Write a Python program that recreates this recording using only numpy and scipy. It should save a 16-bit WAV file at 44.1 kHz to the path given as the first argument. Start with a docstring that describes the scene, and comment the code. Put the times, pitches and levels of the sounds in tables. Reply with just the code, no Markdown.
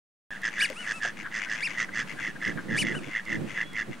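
"""Short rattling quacks rise out of faint outdoor air and keep running as ducks walk over a lawn.
Each quack is a pulse train coloured by throat and beak; a second duck chatters and clucks more softly.
Beaks and feet tick and knock, and a wigeon adds three arched whistles, their pitch clinging to its
windpipe's resonances, and a few thin squeaks. Wind rumbles on the microphone in the second half,
and near the end a small bird pipes far off."""
import sys
import numpy as np
from scipy import signal
from scipy.fft import rfft, irfft, next_fast_len
from scipy.io import wavfile
from scipy.ndimage import map_coordinates

SR = 44100
rng = np.random.default_rng(int(sys.argv[2]) if len(sys.argv) > 2 else 0)


def unload_wav(signal):
    """Save mono or channel-first audio to the path in sys.argv[1] as 16-bit WAV at rate SR, clipped to [-1, 1]."""
    wavfile.write(
        sys.argv[1],
        SR,
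        np.round(np.clip(np.atleast_2d(signal).T, -1, 1) * 32767).astype(np.int16),
    )


N = 176400


def amp(db):
    """Decibels to amplitude ratio."""
    return 10 ** (np.asarray(db) / 20)


def unit(x):
    """Normalisation to rms 1."""
    return x / np.sqrt(np.mean(x ** 2) + 1e-20)


def clock():
    """Sample times in seconds."""
    return np.arange(N) / SR


def along(points, hz):
    """Interpolation of (frequency_hz, value) points on a log frequency axis."""
    f, v = np.transpose(points)
    return np.interp(np.log(hz + 1), np.log(f + 1), v)


def filtered(x, response):
    """Linear filtering: the spectrum times a frequency response."""
    size = next_fast_len(N + SR // 2)
    return irfft(rfft(x, size) * response(np.fft.rfftfreq(size, 1 / SR)), size)[..., :N]


def colour(x, points):
    """Spectral shaping by a (frequency_hz, gain_db) curve."""
    return filtered(x, lambda hz: amp(along(points, hz)))


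def noise(points):
    """Coloured noise of rms 1."""
    return unit(colour(rng.standard_normal(N), points))


def wobble(knots_per_s):
    """Smooth random modulation: a spline through Gaussian values."""
    return map_coordinates(rng.standard_normal(N // 8), [clock() * knots_per_s], mode="wrap")


def swell(dt, rise, fall, steep):
    """A rounded envelope: 1 at dt = 0, 1/e at -rise and +fall."""
    return np.exp(-np.minimum(np.abs(dt / np.where(dt < 0, rise, fall)), 10) ** steep)


def decay(start_s, t60_s):
    """Exponential decay from a sudden onset."""
    return (clock() >= start_s) * amp(-60 * np.abs(clock() - start_s) / t60_s)


def phase_of(hz):
    """Phase in radians, the integral of frequency."""
    return 2 * np.pi * np.cumsum(hz) / SR


def pan(x, db):
    """Direction by level difference; positive is left."""
    return x * amp([[db / 2], [-db / 2]])


def spread(points, side_db):
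    """Partly coherent stereo noise from independent mid and side signals."""
    return unit(noise(points) + amp(side_db) * noise(points) * np.array([[1], [-1]]))


# spectrum of the outdoor air: frequency_hz, gain_db
AIR_SPECTRUM = [(60, -25.5), (190, 5), (330, -6), (900, -9), (1700, -6.5), (5000, -22.5), (9500, -25),
                (15500, -42)]
def air(level_db=-46.5):
    """Ambient noise: a broad spectrum whose level wavers slightly."""
    return amp(level_db + wobble(5.19)) * spread(AIR_SPECTRUM, side_db=-6.5)


# throat resonances and spectrum of the buzz: frequency_hz, gain_db
THROAT_RESPONSE = [(300, -30), (1300, -34), (1650, 0.5), (1850, -5.5), (2050, -2), (2450, -17.5),
                   (6000, -35)]
BUZZ_SPECTRUM = [(800, -18), (1350, -1), (2000, 0), (2380, -10), (2720, 3), (3100, -10), (3420, 0),
                 (3900, -26), (12000, -70)]
def rattle(calls, pulses_per_s, beak_response, steep, rasp_db, buzz_db):
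    """Source and filter: each pulse is a throat tone burst, a buzz and a bright slap through the beak."""
    jitter_s, scatter_db, pitch_scatter, sag_per_s = .0005, 1.8, .055, 1.0
    burst_s, afterbeat_delay_s, afterbeat_db, buzz_s = .0017, .0032, -16, .0017
    slap_s, slap_delay_s, sweep_hz, sweep_hz_per_s = .0021, .0023, 4500, 1500000
    tone, buzz, rasp = np.zeros((3, N + SR))
    t = np.arange(-SR // 100, SR // 100) / SR
    slap_t = t - slap_delay_s
    slap_shape = swell(slap_t, slap_s, 1.4 * slap_s, 1.1)
    buzz_shape = swell(t - slap_delay_s / 2, buzz_s, 1.4 * buzz_s, 1.3)
    afterbeat_shape = swell(t - afterbeat_delay_s, burst_s, burst_s, 2)
    for peak_s, rise, fall, db, hz, bright_db in calls:
        for pulse in range(-8, 9):
            jitter, size, detune, length, flick, phase, rebound = rng.standard_normal(7)
            dt = pulse / pulses_per_s + jitter_s * jitter
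            force = swell(dt, rise, fall, steep)
            gain = amp(db + scatter_db * size) * force
            cycles = hz * (1 + pitch_scatter * detune - sag_per_s * dt) * t
            burst_shape = swell(t, burst_s * np.exp(length / 4), burst_s, 2)
            burst = burst_shape * np.sin(2 * np.pi * (cycles + phase))
            afterbeat = afterbeat_shape * np.sin(2 * np.pi * (cycles + flick))
            sweep_cycles = sweep_hz * slap_t + sweep_hz_per_s * np.exp(flick / 2) * slap_t ** 2 / 2
            sweep = np.sin(2 * np.pi * (sweep_cycles + phase))
            slap = slap_shape * (rng.standard_normal(len(t)) + sweep / 2)
            first = round((peak_s + dt) * SR) - len(t) // 2
            span = slice(first, first + len(t))
            tone[span] += 2.34 * gain * (burst + amp(afterbeat_db + 3 * rebound) * afterbeat)
            buzz[span] += gain * amp(buzz_db + .13 * bright_db) * buzz_shape * rng.standard_normal(len(t))
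            rasp[span] += gain * force ** .5 * amp(rasp_db + bright_db) * slap
    return (colour(tone[:N], THROAT_RESPONSE) + colour(buzz[:N], BUZZ_SPECTRUM)
            + colour(rasp[:N], beak_response))


# first duck's calls: peak_s, rise_s, fall_s, relative_level_db, throat_hz, brightness_db
QUACK_CALLS = [(.334, 0.06, 0.047, -35, 1760, -11), (.4605, 0.032, 0.038, -24.5, 1820, -4),
               (.618, 0.053, 0.032, -25, 1806, -5.5), (.910, 0.052, 0.021, -26.5, 1774, -0.5),
               (1.050, 0.037, 0.052, -26.5, 1776, -0.5), (1.369, 0.046, 0.033, -27, 1840, 0),
               (1.533, 0.05, 0.029, -27, 1820, -1), (1.819, 0.055, 0.032, -25.5, 1885, -1),
               (1.991, 0.054, 0.039, -25.5, 1850, -0.5), (2.267, 0.043, 0.038, -27, 1890, -6.5),
               (2.451, 0.036, 0.064, -25, 1900, -7), (2.756, 0.065, 0.018, -27.5, 1770, -8),
               (2.877, 0.041, 0.056, -26.5, 1946, -8), (3.170, 0.048, 0.033, -25, 1905, -13.5),
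               (3.328, 0.057, 0.042, -27, 1947, -8.5), (3.604, 0.045, 0.033, -25, 1833, -11),
               (3.792, 0.048, 0.035, -25, 1946, -7)]
# its beak resonances: frequency_hz, gain_db
QUACK_BEAK_RESPONSE = [(500, -14), (900, -22.5), (1350, 2), (2300, -4), (3400, -13.5), (4000, -18),
                       (4600, -12), (4830, -14), (5200, -7), (5550, -14.5), (6200, -6.5), (7200, -17),
                       (8500, -22), (15000, -82)]
def quacks():
    """Pulse trains slow enough to be heard as a rattle."""
    return rattle(QUACK_CALLS, 113, QUACK_BEAK_RESPONSE, steep=3.14, rasp_db=6, buzz_db=3)


# sharp contacts of beaks and feet: start_s, relative_level_db
TICK_IMPACTS = [(0.418, -36.5), (0.7003, -27.5), (3.253, -36), (3.733, -40)]
def ticks(t60_s=.011, gain_db=-2.5):
    """Impact transients: broadband noise that decays almost at once."""
    crack = noise([(200, -6), (2000, 4.5), (8500, -4), (14000, -17)])
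    return crack * sum(amp(db + gain_db) * decay(start_s, t60_s) for start_s, db in TICK_IMPACTS)


# second duck's calls: peak_s, half_length_s, relative_level_db
CHATTER_CALLS = [(.548, 0.041, -43), (0.699, 0.036, -43.5), (0.835, 0.041, -44), (1.199, 0.036, -40.5),
                 (1.427, 0.036, -37.5), (1.577, 0.041, -37.5), (1.713, 0.047, -38.5), (2.104, 0.033, -40),
                 (2.217, 0.036, -39.5), (3.092, 0.075, -39.5), (3.534, 0.063, -40), (3.931, 0.025, -41.5)]
# its beak resonances: frequency_hz, gain_db
CHATTER_BEAK_RESPONSE = [(500, -21.5), (1250, 1.5), (2200, 11.5), (2900, -0.5), (3600, -15.5), (5500, -9),
                         (6500, -5.5), (7800, -17.5), (15000, -48)]
def chatter(throat_hz=2166, dulling_db_per_s=2.5):
    """Softer pulse trains whose rasp weakens from call to call, dulling the timbre."""
    calls = [(s, half, half, db, throat_hz, -dulling_db_per_s * s) for s, half, db in CHATTER_CALLS]
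    return rattle(calls, 103, CHATTER_BEAK_RESPONSE, steep=5.3, rasp_db=10, buzz_db=9)


# wigeon's calls: crest_s, rise_s, fall_s, crest_hz, relative_level_db, hiss_db, pan_db
WHISTLE_ARCHES = [(0.634, 0.034, 0.028, 2923, -30, -9.5, 2), (1.655, .035, 0.024, 2716, -34, -16, 1.6),
                  (2.804, .031, .027, 2983, -30.5, -5.5, 1.5)]
# harmonics 2 to 4: relative_level_db
WHISTLE_HARMONICS = [-5.5, -13, -30]
# beak resonances and spectrum of the hiss: frequency_hz, gain_db
WHISTLE_BEAK_RESPONSE = [(2000, 8.5), (3000, 2.5), (3700, 3.5), (5000, 1.5), (5900, -8.5), (7300, -23),
                         (9300, 9), (12000, 7.5), (13000, -35)]
HISS_SPECTRUM = [(1000, -6), (5000, -0.5), (8000, 2.5), (9600, 5), (10700, -16), (12000, -13), (13000, -60)]
def whistles(foot_hz=1189, jump_hz=2030, spacing_hz=650, pull_hz=75, roughness=.012):
    """Frequency pulling: an arching pitch clings to the windpipe's resonances and jumps between them."""
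    out = np.zeros((2, N))
    for crest_s, rise, fall, crest_hz, db, hiss_db, pan_db in WHISTLE_ARCHES:
        dt = clock() - crest_s
        arch_hz = foot_hz + (crest_hz - foot_hz) * swell(dt, rise, fall, 2.2)
        mode_angle = 2 * np.pi * (arch_hz - jump_hz) / spacing_hz
        pitch_hz = arch_hz + pull_hz * (np.sin(mode_angle) + np.sin(2 * mode_angle) / 2)
        phase = phase_of(pitch_hz * (1 + roughness * wobble(1100)))
        overtones = sum(amp(level + 3 * wobble(400)) * np.sin(k * phase)
                        for k, level in enumerate(WHISTLE_HARMONICS, 2))
        tone = np.sqrt(2) * (np.sin(phase) + overtones)
        flutter = amp(1.2 * wobble(200) + 1.2 * wobble(1200))
        voice = colour(tone * flutter * swell(dt, .93 * rise, .93 * fall, 3.8), WHISTLE_BEAK_RESPONSE)
        hiss = amp(hiss_db) * noise(HISS_SPECTRUM) * swell(dt, 1.16 * rise, 1.16 * fall, 4.8)
        out += pan(amp(db) * (voice + hiss), pan_db)
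    return out


def thin_notes(notes, harmonics_db, roughness, hiss_db):
    """Frequency and amplitude modulation: fluttering tones on a shallow pitch arch, in a puff of hiss."""
    out = np.zeros(N)
    hiss = amp(hiss_db) * noise(HISS_SPECTRUM)
    waver = 1 + roughness * wobble(700)
    flutter = amp(2 * wobble(250))
    for crest_s, half, crest_hz, width, db in notes:
        dt = clock() - crest_s
        phase = phase_of(crest_hz * swell(dt, width, width, 2) * waver)
        tone = sum(amp(level) * np.sin(k * phase) for k, level in enumerate(harmonics_db, 1))
        puff = hiss * swell(dt, 1.6 * half, 1.6 * half, 3)
        out += amp(db) * flutter * (np.sqrt(2) * tone * swell(dt, half, half, 5) + puff)
    return out


# wigeon's squeaks: crest_s, half_length_s, crest_hz, arch_half_width_s, relative_level_db
SQUEAK_NOTES = [(.66, 0.027, 1440, 0.081, -45), (.805, 0.048, 1484, 0.1, -42.5),
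                (.962, 0.029, 1327, 0.13, -43), (2.968, 0.027, 1500, 0.058, -43)]
# harmonics 1 to 6: relative_level_db
SQUEAK_HARMONICS = [-3, 0, -30, -25, -26, -20]
def squeaks():
    """A harmonic series that sounds thin, its octave stronger than its fundamental."""
    return thin_notes(SQUEAK_NOTES, SQUEAK_HARMONICS, roughness=.0021, hiss_db=-11)


# dull contacts of beaks and feet: start_s, relative_level_db, pitch_hz
KNOCK_IMPACTS = [(0.702, -35.5, 483), (1.05, -37, 617)]
def knocks(t60_s=.074, gain_db=6, roughness=.21):
    """Damped oscillation: each impact rings briefly at a low, blurred pitch."""
    out = np.zeros(N)
    for start_s, db, hz in KNOCK_IMPACTS:
        pitch_hz = (clock() >= start_s) * hz * (1 + roughness * wobble(610))
        out += amp(db + gain_db) * decay(start_s, t60_s) * np.sin(phase_of(pitch_hz))
    return out


# gusts on the microphone: peak_s, half_length_s, relative_level_db
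WIND_GUSTS = [(1.17, 0.12, -52), (2.28, 0.57, -51), (2.483, 0.019, -35.5), (2.567, 0.042, -39),
              (2.72, 0.067, -37), (2.894, 0.14, -37), (3.079, 0.021, -42.5), (3.389, 0.096, -36.5),
              (3.653, 0.44, -53), (3.9, 0.023, -40.5)]
# spectrum of their rumble: frequency_hz, gain_db
WIND_SPECTRUM = [(25, -61), (60, -20.5), (140, 3.5), (310, 0), (500, -9.5), (1000, -27.5), (3000, -53)]
def wind(lumps_db=2, gain_db=4):
    """Turbulent pressure: lumpy gusts add in power and are nearly incoherent at the microphone's ports."""
    power = sum((amp(db) * swell(clock() - s, half, half, 2.84)) ** 2 for s, half, db in WIND_GUSTS)
    return np.sqrt(power) * amp(gain_db + lumps_db * wobble(45)) * spread(WIND_SPECTRUM, side_db=-2)


# second duck's clucks: peak_s, half_length_s, relative_level_db
CLUCK_NOTES = [(1.261, 0.024, -35), (1.47, 0.0099, -34.5), (1.891, 0.0067, -32), (2.195, 0.021, -35),
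               (2.364, 0.0075, -37), (2.589, 0.017, -33), (2.95, 0.022, -38)]
def clucks(pitch_hz=1590, fall_per_s=2, octave_db=-22):
    """Jitter and shimmer: fast random changes of pitch and level make short notes hoarse."""
    out = np.zeros(N)
    waver, flutter_db = .11 * wobble(1300), 4.5 * wobble(500)
    for peak_s, half, db in CLUCK_NOTES:
        dt = clock() - peak_s
        phase = phase_of(pitch_hz * (1 - fall_per_s * dt + waver))
        tone = np.sin(phase) + amp(octave_db) * np.sin(2 * phase)
        out += amp(db + flutter_db) * swell(dt, half, half, 2.3) * tone
    return out


# small bird's note: crest_s, half_length_s, crest_hz, arch_half_width_s, level_db
FAR_BIRD_NOTES = [(3.69, 0.059, 3380, 0.29, -53.5)]
def far_bird():
    """A nearly pure tone, faint with distance."""
    return thin_notes(FAR_BIRD_NOTES, [0], roughness=.0045, hiss_db=-35)


def convolved(x, impulse):
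    """Convolution with a stereo impulse response, scaled to unit energy on the left."""
    return signal.fftconvolve(x, impulse / np.linalg.norm(impulse[0]), axes=1)[:, :N]


def lawn_reflection(x, scatter_s=.0012):
    """Scattering: the lawn returns a very short reflection, different in each channel."""
    t = np.arange(SR // 100) / SR
    return convolved(x, rng.standard_normal((2, len(t))) * t * np.exp(-2 * t / scatter_s))


# reverberation time of the surroundings: frequency_hz, t60_s
YARD_DECAY = [(300, 0.56), (10000, 0.017)]
def yard_reverb(x):
    """Diffuse reverberation: a noise tail whose treble decays fastest."""
    hz, t, spectra = signal.stft(rng.standard_normal((2, SR // 2)), SR, nperseg=256)
    fading = amp(-60 * t / along(YARD_DECAY, hz)[:, None])
    return convolved(x, signal.istft(spectra * fading, SR, nperseg=256)[1])


def scene():
    """Superposition: ducks close together, nearly straight ahead, with reflections, bird, wind and air."""
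    ducks = pan(quacks(), db=-2.5) + pan(chatter(), db=6.3)
    ducks += pan(clucks() + ticks() + knocks(), db=3)
    ducks += whistles() + pan(squeaks(), db=2)
    bird = far_bird()
    reflections = amp(-14) * lawn_reflection(ducks) + amp(-21) * yard_reverb(ducks + bird)
    return ducks + bird + reflections + pan(wind(), db=-4) + air()


def record(dry, start_s=.306, dc_offset=-.0044, notch_hz=402, notch_width_hz=32, top_hz=15800):
    """A band-limited channel: it opens after a moment, with a narrow notch, an offset and a faint whine."""
    def notch(hz):
        """Antiresonance: the response falls to zero at notch_hz."""
        detuning = notch_hz ** 2 - hz ** 2
        return detuning / (detuning + 1j * hz * notch_width_hz)

    whine = amp(-82) * np.sin(2 * np.pi * 15625 * clock())
    gated = (filtered(dry, notch) + whine + dc_offset) * (clock() >= start_s)
    return filtered(gated, lambda hz: hz < top_hz)


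dry = scene()
out = record(dry)
unload_wav(out)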